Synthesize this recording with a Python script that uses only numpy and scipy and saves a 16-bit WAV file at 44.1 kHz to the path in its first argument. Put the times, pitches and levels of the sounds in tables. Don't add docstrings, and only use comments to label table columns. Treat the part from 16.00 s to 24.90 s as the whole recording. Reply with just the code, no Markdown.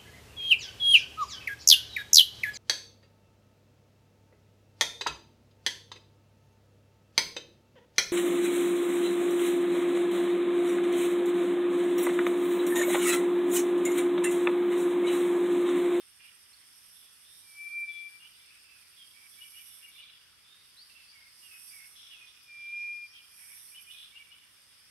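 import sys
import numpy as np
from scipy import signal
from scipy.io import wavfile
from scipy.ndimage import uniform_filter1d

SR = 44100
rng = np.random.default_rng(int(sys.argv[2]) if len(sys.argv) > 2 else 0)


def unload_wav(signal):
    wavfile.write(
        sys.argv[1],
        SR,
        np.round(np.clip(np.atleast_2d(signal).T, -1, 1) * 32767).astype(np.int16),
    )


N = 392490

DRONE_LIFT_DB = -7.5


def gain_of(db):
    return 10 ** (np.asarray(db) / 20)


def evened(x):
    return x / np.sqrt(np.mean(x ** 2) + 1e-20)


def curves(rows, t):
    s, *columns = np.transpose(rows)
    return [np.interp(t, s, column) for column in columns]


def sides(pan_db):
    left_power = 1 / (1 + gain_of(-np.asarray(pan_db)) ** 2)
    return np.sqrt(2 * np.array([left_power, 1 - left_power])).reshape(2, -1)


def add(mix, s, sound):
    part = mix[:, round(s * SR):][:, :sound.shape[1]]
    part += sound[:, :part.shape[1]]


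def resonate(x, hz, width):
    turn = np.exp(2j * np.pi * np.cumsum(hz * np.ones(N)) / SR)
    r = np.exp(-np.pi * width / SR)
    smooth = signal.lfilter([(1 - r) ** 2], [1, -2 * r, r * r], x / turn)
    return 2 * (turn * smooth).real


def wander(hz):
    return evened(signal.lfilter(*signal.butter(2, hz, fs=SR), rng.standard_normal(N)))


def echoes(x, t60, gap, sway, sway_hz):
    t = np.arange(2 * SR) / SR
    tail = rng.standard_normal((2, len(t))) * gain_of(-60 * t / t60) * (t > gap)
    tail = tail / np.linalg.norm(tail[0])
    flicker = np.array([np.sqrt(1 - sway ** 2) + sway * wander(sway_hz) for ear in range(2)])
    return flicker * signal.fftconvolve(x, tail, axes=1)[:, :N]


def thrush():
    # time in seconds, pitch in Hz, level in dB before the dips,
    # left minus right in dB.
    whistles = [
        [(1.43, 2380, -71, -2), (1.5, 2330, -61, -1), (1.535, 2307, -60, -1), (1.61, 2334, -42, 4),
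         (1.68, 2343, -37.5, 8), (1.72, 2352, -42, -7.5), (1.78, 2355, -33.5, 4.5), (1.84, 2348, -34.5, -1),
         (1.89, 2334, -36.5, 8), (2.075, 2348, -42.5, 7), (2.105, 2320, -60, 8)],
        [(6.44, 2470, -75, -2), (6.501, 2392, -51, 1), (6.55, 2376, -48.5, -2.5), (6.69, 2376, -41, -1),
         (6.735, 2400, -35.5, 1.5), (6.9, 2403, -37, -1.5), (6.96, 2413, -40.5, 6.5), (7.04, 2403, -42, 0),
         (7.07, 2388, -51, -3), (7.09, 2440, -73, 0)],
    ]
    # middle in seconds, half-width in seconds,
    # depth in the left ear and in the right ear in dB, before a short smoothing.
    dips = [(1.645, .014, -3.5, -9), (1.697, 0.0081, -15, -4), (1.803, .012, -3.5, -2),
            (1.864, 0.01, -19, -6), (1.933, 0.013, -9, -10), (1.99, 0.014, -1.5, -13),
            (2.045, 0.0069, -2.5, -2), (6.716, .008, -7, -4), (6.755, .007, -6, -1),
            (6.797, .009, -4.5, -1.5), (6.828, .008, -2.5, 0), (6.868, 0.0087, -3, -1.5),
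            (7.006, .012, -2.5, -4.5)]
    trunk_echo_db = (-16.5, -22)
    out, sent = np.zeros((2, 2, N))
    for rows, echo_db in zip(whistles, trunk_echo_db):
        t = np.arange(rows[0][0], rows[-1][0], 1 / SR)
        hz, db, pan_db = curves(rows, t)
        for s, half_width, *dip_db in dips:
            dip_shape = np.exp(-.5 * ((t - s) / half_width) ** 2)
            db = db + np.outer(np.minimum(dip_db, 0), dip_shape)
        level = uniform_filter1d(gain_of(db) * sides(pan_db), 300)
        tone = level * np.sqrt(2) * np.sin(2 * np.pi * np.cumsum(hz) / SR)
        add(out, t[0], tone)
        add(sent, t[0], gain_of(echo_db) * tone)
    return out + echoes(sent, t60=2.3, gap=.03, sway=.3, sway_hz=12)


def songbirds():
    buzz_hz, fade_hz = 430, 40
    out = np.zeros((2, N))
    rasp, fading = (np.array([wander(hz) + 1j * wander(hz) for ear in range(2)])
                    for hz in (buzz_hz, fade_hz))
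    for s, length, *hz, buzz, level_db, pan_db in notes():
        u = np.linspace(0, 1, round(length * SR))
        glide = np.interp(u, [0, .5, 1], hz)
        glide = uniform_filter1d(glide, len(u) // 4 + 1, mode="nearest")
        at = np.arange(len(u)) + min(round(s * SR), N - len(u))
        clean = (1 - .6 * np.clip(buzz, 0, 1)) * (1 + .5 * fading[:, at])
        voice = clean + (.1 + .7 * buzz) * rasp[:, at]
        shape = np.sin(np.pi * u ** .75) ** .6
        tone = (voice * np.exp(2j * np.pi * np.cumsum(glide) / SR)).real
        add(out, s, sides(pan_db) * gain_of(level_db) * evened(tone * shape))
    near = echoes(out, t60=.35, gap=.004, sway=.85, sway_hz=45)
    far = echoes(out, t60=1.3, gap=.05, sway=.8, sway_hz=70)
    return gain_of(-2.5) * out + gain_of(-7) * near + gain_of(-10.5) * far


def notes():
    # start of the high note in seconds, high and low pitch in Hz,
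    # level in dB of the high note, of the low note before and of the low note after, ahead of the mix.
    chirrups = [(3.404, 2947, 2316, -49, -60.5, -57), (3.555, 2930, 2343, -51, -60.5, -58.5),
                (3.823, 2836, 2270, -51, -66, -57), (3.979, 2930, 2350, -51, -59, -57),
                (7.746, 3006, 2385, -49, -60, -57), (7.895, 2980, 2450, -49, -56, -54.5),
                (8.152, 2845, 2300, -49, -61, -53.5), (8.313, 2960, 2322, -53.5, -64, -68)]
    # start in seconds, length in seconds, start and end pitch in Hz,
    # level in dB ahead of the mix, left minus right in dB.
    upslurs = [(0.531, .021, 4040, 4680, -56.5, -14), (4.767, .09, 3810, 4890, -53, 1.5),
               (5.075, 0.065, 4450, 4880, -58.5, 5), (5.676, 0.092, 4450, 5200, -60.5, 9),
               (6.0, .075, 4900, 5830, -62.5, 0), (6.408, .055, 4550, 5230, -63, 8),
               (6.747, .07, 4800, 5570, -64, 6), (7.057, 0.1, 4420, 5840, -62, 5),
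               (7.672, 0.035, 4200, 4400, -67, 2)]
    # start in seconds, length in seconds, middle pitch in Hz, drift from start
    # to end in Hz, level in dB ahead of the mix, left minus right in dB.
    buzzy_notes = [(0.186, 0.137, 2380, -90, -61.5, -4), (0.197, .12, 2860, 157, -58, -7),
                   (0.92, 0.21, 3445, -120, -64, -2), (1.236, 0.22, 3635, 239, -62.5, -5),
                   (2.329, .14, 3510, 54, -64, -4), (2.444, 0.18, 2578, -56.5, -62, -3),
                   (3.304, 0.097, 3400, -51, -65.5, -11), (3.65, 0.19, 3450, -200, -62.5, -3),
                   (3.906, 0.27, 3470, -230, -56.5, -1.5), (5.954, 0.091, 3425, -6, -54, 0),
                   (6.008, 0.22, 3364, -71, -55, 2), (6.26, 0.07, 3490, 72, -57.5, -7),
                   (6.544, 0.3, 3334, -110, -64, -8), (7.369, 0.11, 2296, -220, -60, -8),
                   (7.479, 0.097, 2260, 101, -58, -5.5), (7.55, 0.11, 3560, 117, -65.5, -1),
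                   (7.907, 0.049, 3476, -51, -52.5, -4), (7.948, 0.14, 3445, 193, -52, -1)]
    # start in seconds, length in seconds, start, middle and end pitch in Hz,
    # level in dB ahead of the mix, left minus right in dB.
    fluted_notes = [(1.879, .16, 3470, 3400, 3410, -55, 0), (2.197, 0.096, 2800, 2850, 3260, -55, -2),
                    (2.629, 0.19, 2600, 2650, 2420, -61.5, -14),
                    (2.965, 0.093, 3480, 3240, 3160, -54.5, -5.5), (3.132, 0.18, 2250, 2344, 2190, -61, -6),
                    (4.441, .23, 3480, 3714, 3670, -62.5, -6), (4.895, 0.031, 2900, 2660, 2570, -60, -6),
                    (4.936, 0.14, 2700, 2693, 2560, -58, -10), (5.12, .13, 2300, 2172, 2163, -59.5, -16),
                    (5.2, 0.083, 2150, 2140, 2140, -62, 2), (5.424, 0.098, 2900, 2795, 2566, -57, -10),
                    (5.506, .094, 2650, 2540, 2537, -53.5, -2), (5.705, .11, 2300, 2282, 2065, -55.5, -7),
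                    (5.8, .085, 2150, 2183, 2146, -55, -5), (6.104, 0.062, 2950, 2883, 2510, -52, -12),
                    (6.161, .13, 2600, 2482, 2466, -55.5, -3), (7.132, 0.086, 3165, 3224, 2840, -54, -4)]

    before_s, after_s = .033, .038
    high_s, low_s, scoop_hz = 0.048, .043, 97
    high_buzz, low_buzz, high_pan_db, low_pan_db = 0.35, 0.052, 0, -4.5
    for s, high, low, high_db, before_db, after_db in chirrups:
        yield s - before_s, low_s, low - scoop_hz / 2, low, low, low_buzz, before_db, low_pan_db
        yield s, high_s, high - scoop_hz, high, high, high_buzz, high_db, high_pan_db
        yield s + after_s, low_s, low + scoop_hz / 2, low, low, low_buzz, after_db, low_pan_db

    slur_bend, slur_buzz = .72, .22
    for s, length, low, high, db, pan_db in upslurs:
        yield s, length, low, low + slur_bend * (high - low), high, slur_buzz, db, pan_db
    for s, length, hz, drift, db, pan_db in buzzy_notes:
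        yield s, length, hz - drift / 2, hz, hz + drift / 2, 0.74, db, pan_db
    for s, length, *hz, db, pan_db in fluted_notes:
        yield s, length, *hz, 0.37, db, pan_db


def cicada():
    # centre in Hz before tuning, width in Hz of each smoothing pass,
    # level in dB before effort and lift, left minus right in dB.
    body_modes = [(5610, 570, -6.5, 0.5), (8710, 700, -1.5, -14.5), (9710, 2630, -3, -15.5),
                  (10925, 580, -1.5, -3), (11485, 450, 1, -8.5), (12400, 1300, -9, -7),
                  (13930, 940, -11, -13)]
    effort_db, lift_db = effort()
    tuning = 1 + .001 * (effort_db + 58) + .006 * wander(4)
    buckles = np.cumsum(210 * (1 + 0.32 * wander(40))) / SR
    pulses = (1.8 + np.exp(-(buckles % 1) / .3)) * gain_of(0.82 * wander(8.3))
    out = np.zeros((2, N))
    for hz, width, db, pan_db in body_modes:
        if width > 1000:
            db = db - 0.29 * (effort_db + 64.5) + 0.33 * (lift_db - DRONE_LIFT_DB)
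        elif 11400 < hz < 13000:
            db = db + lift_db
        ring = evened(resonate(pulses * rng.standard_normal((2, N)), hz * tuning, width))
        out += sides(pan_db) * gain_of(effort_db + db) * ring
    return out


def effort():
    # time in seconds, effort in dB.
    drone = [(0, -68.5), (1.9, -66), (2.65, -68.5), (3.15, -65), (4.0, -65), (4.08, -99), (4.36, -89),
             (4.7, -68.5), (5.28, -72.5), (5.85, -59), (6.05, -67.5), (6.9, -86), (7.25, -67), (7.95, -60),
             (8.4, -84), (8.6, -71.5), (8.9, -73)]
    # start, peak and end in seconds, effort at the peak in dB,
    # lift of the upper mode halfway between start and end in dB.
    swells = [(0.745, .98, 1.05, -63.5, 3), (1.21, 1.58, 1.71, -59, -8), (3.313, 3.665, 3.79, -56.5, -1),
              (5.397, 5.677, 5.79, -56, -4.5), (7.362, 7.57, 7.73, -54.5, -5)]
    # middle in seconds, effort at the middle in dB.
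    short_rasps = [(1.805, -60), (3.89, -63), (3.96, -74), (5.875, -62), (5.94, -65), (6.44, -68),
                   (7.825, -57.5)]
    rise_s, rise_db, fall_s, fall_db = 0.14, -5.5, 0.12, -4
    lift_climb_db = 2
    rasp_s, rasp_lift_db = 0.033, 0

    t = np.arange(0, N + 64, 64) / SR
    parts = [(curves(drone, t)[0], DRONE_LIFT_DB)]
    for start, peak, end, db, lift_db in swells:
        times = [start - rise_s, start, peak, end, end + fall_s]
        shape_db = np.interp(t, times, [-25, rise_db, 0, fall_db, -25])
        climb_db = lift_climb_db * np.interp(t, [start, end], [-.5, .5])
        parts.append((db + shape_db, lift_db + climb_db))
    for s, db in short_rasps:
        parts.append((db - 25 * np.minimum(abs(t - s) / rasp_s, 1) ** 2, rasp_lift_db))

    power = sum(gain_of(2 * db) for db, lift_db in parts)
    mean_lift_db = sum(gain_of(2 * db) * lift_db for db, lift_db in parts) / power
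    return [np.interp(np.arange(N) / SR, t, c) for c in (10 * np.log10(power), mean_lift_db)]


def cricket():
    # time in seconds, level in dB before the throb, throb up and down from it in dB.
    cricket_song = [(0, -66.5, 5.5), (2.1, -70, 6), (4.2, -76, 5.5), (5.2, -73.5, 3), (8.9, -72, 5)]
    level_db, throb_db = curves(cricket_song, np.arange(N) / SR)
    strokes = np.cumsum(11.5 * (1 + .03 * wander(1.5))) / SR
    throb = gain_of(throb_db * np.cos(2 * np.pi * strokes))
    rasp = rng.standard_normal((2, N))
    wings = evened(resonate(rasp, 8750, 640)) + gain_of(-7.5) * evened(resonate(rasp, 11170, 900))
    return sides(-22) * gain_of(level_db) * throb * wings


def chorus():
    # time in seconds, level in dB and centre in Hz, both before a small random drift.
    far_insects = [(0, -71, 5100), (.82, -65, 5330), (1.31, -70.5, 4930), (1.73, -67, 4820),
                   (3.54, -66.5, 5000), (4.19, -73.5, 4870), (5.08, -64, 4740), (6.15, -64, 5550),
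                   (6.45, -66.5, 5200), (6.85, -64.5, 5120), (8.45, -74, 4900), (8.9, -67, 5140)]
    level_db, hz = curves(far_insects, np.arange(N) / SR)
    band = evened(resonate(rng.standard_normal((2, N)), hz * (1 + .015 * wander(3)), 1000))
    return sides(0.62) * gain_of(level_db + 1.6 * wander(16)) * band


def leaves():
    # frequency in Hz, relative level in dB per Hz.
    hiss_colour = [(30, -12), (60, 8), (100, -2.5), (700, -12.5), (1280, -3), (2800, 0), (3490, 1.5),
                   (4050, -6.5), (5170, 1), (6440, -11.5), (7830, -13), (11000, -20.5), (14400, -27.5),
                   (15600, -15.5)]
    # frequency in Hz, left-right likeness from 0 to 1.
    ear_likeness = [(30, 0.13), (250, 0.2), (700, 0.39), (1500, 0.62), (3000, 0.22), (8000, 0.042)]
    frames, hz = N // 256 + 5, np.fft.rfftfreq(1024, 1 / SR)
    a, b, c, d, patches = rng.standard_normal((frames, 513, 5)).T
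    patches = uniform_filter1d(patches, 8, 0)
    patches = evened(uniform_filter1d(patches, 14, 1))
    patches_db = 1.8 * patches * np.clip(hz / 2000, .2, 1)[:, None]

    def over_log_hz(rows):
        return curves([(np.log(f), v) for f, v in rows], np.log(hz + 1))[0][:, None]

    colour_db = over_log_hz(hiss_colour)
    same = np.clip(over_log_hz(ear_likeness), 0, 1)
    left = a + 1j * b
    right = same * left + np.sqrt(1 - same ** 2) * (c + 1j * d)
    spectra = np.array([left, right]) * gain_of(colour_db + patches_db)
    hiss = signal.istft(spectra, nperseg=1024, noverlap=768)[1][:, :N]
    return sides(0.82) * gain_of(-62) * evened(hiss)


def scene():
    return thrush() + songbirds() + cicada() + cricket() + chorus() + leaves()


def record(dry):
    edge_hz = 15690
    thinned = signal.sosfilt(signal.butter(5, 42, "high", fs=SR, output="sos"), dry)
    band_limit = signal.firwin(1023, edge_hz, window=("kaiser", 9), fs=SR)
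    return signal.oaconvolve(thinned, band_limit[None], "same")


dry = scene()
out = record(dry)
unload_wav(out)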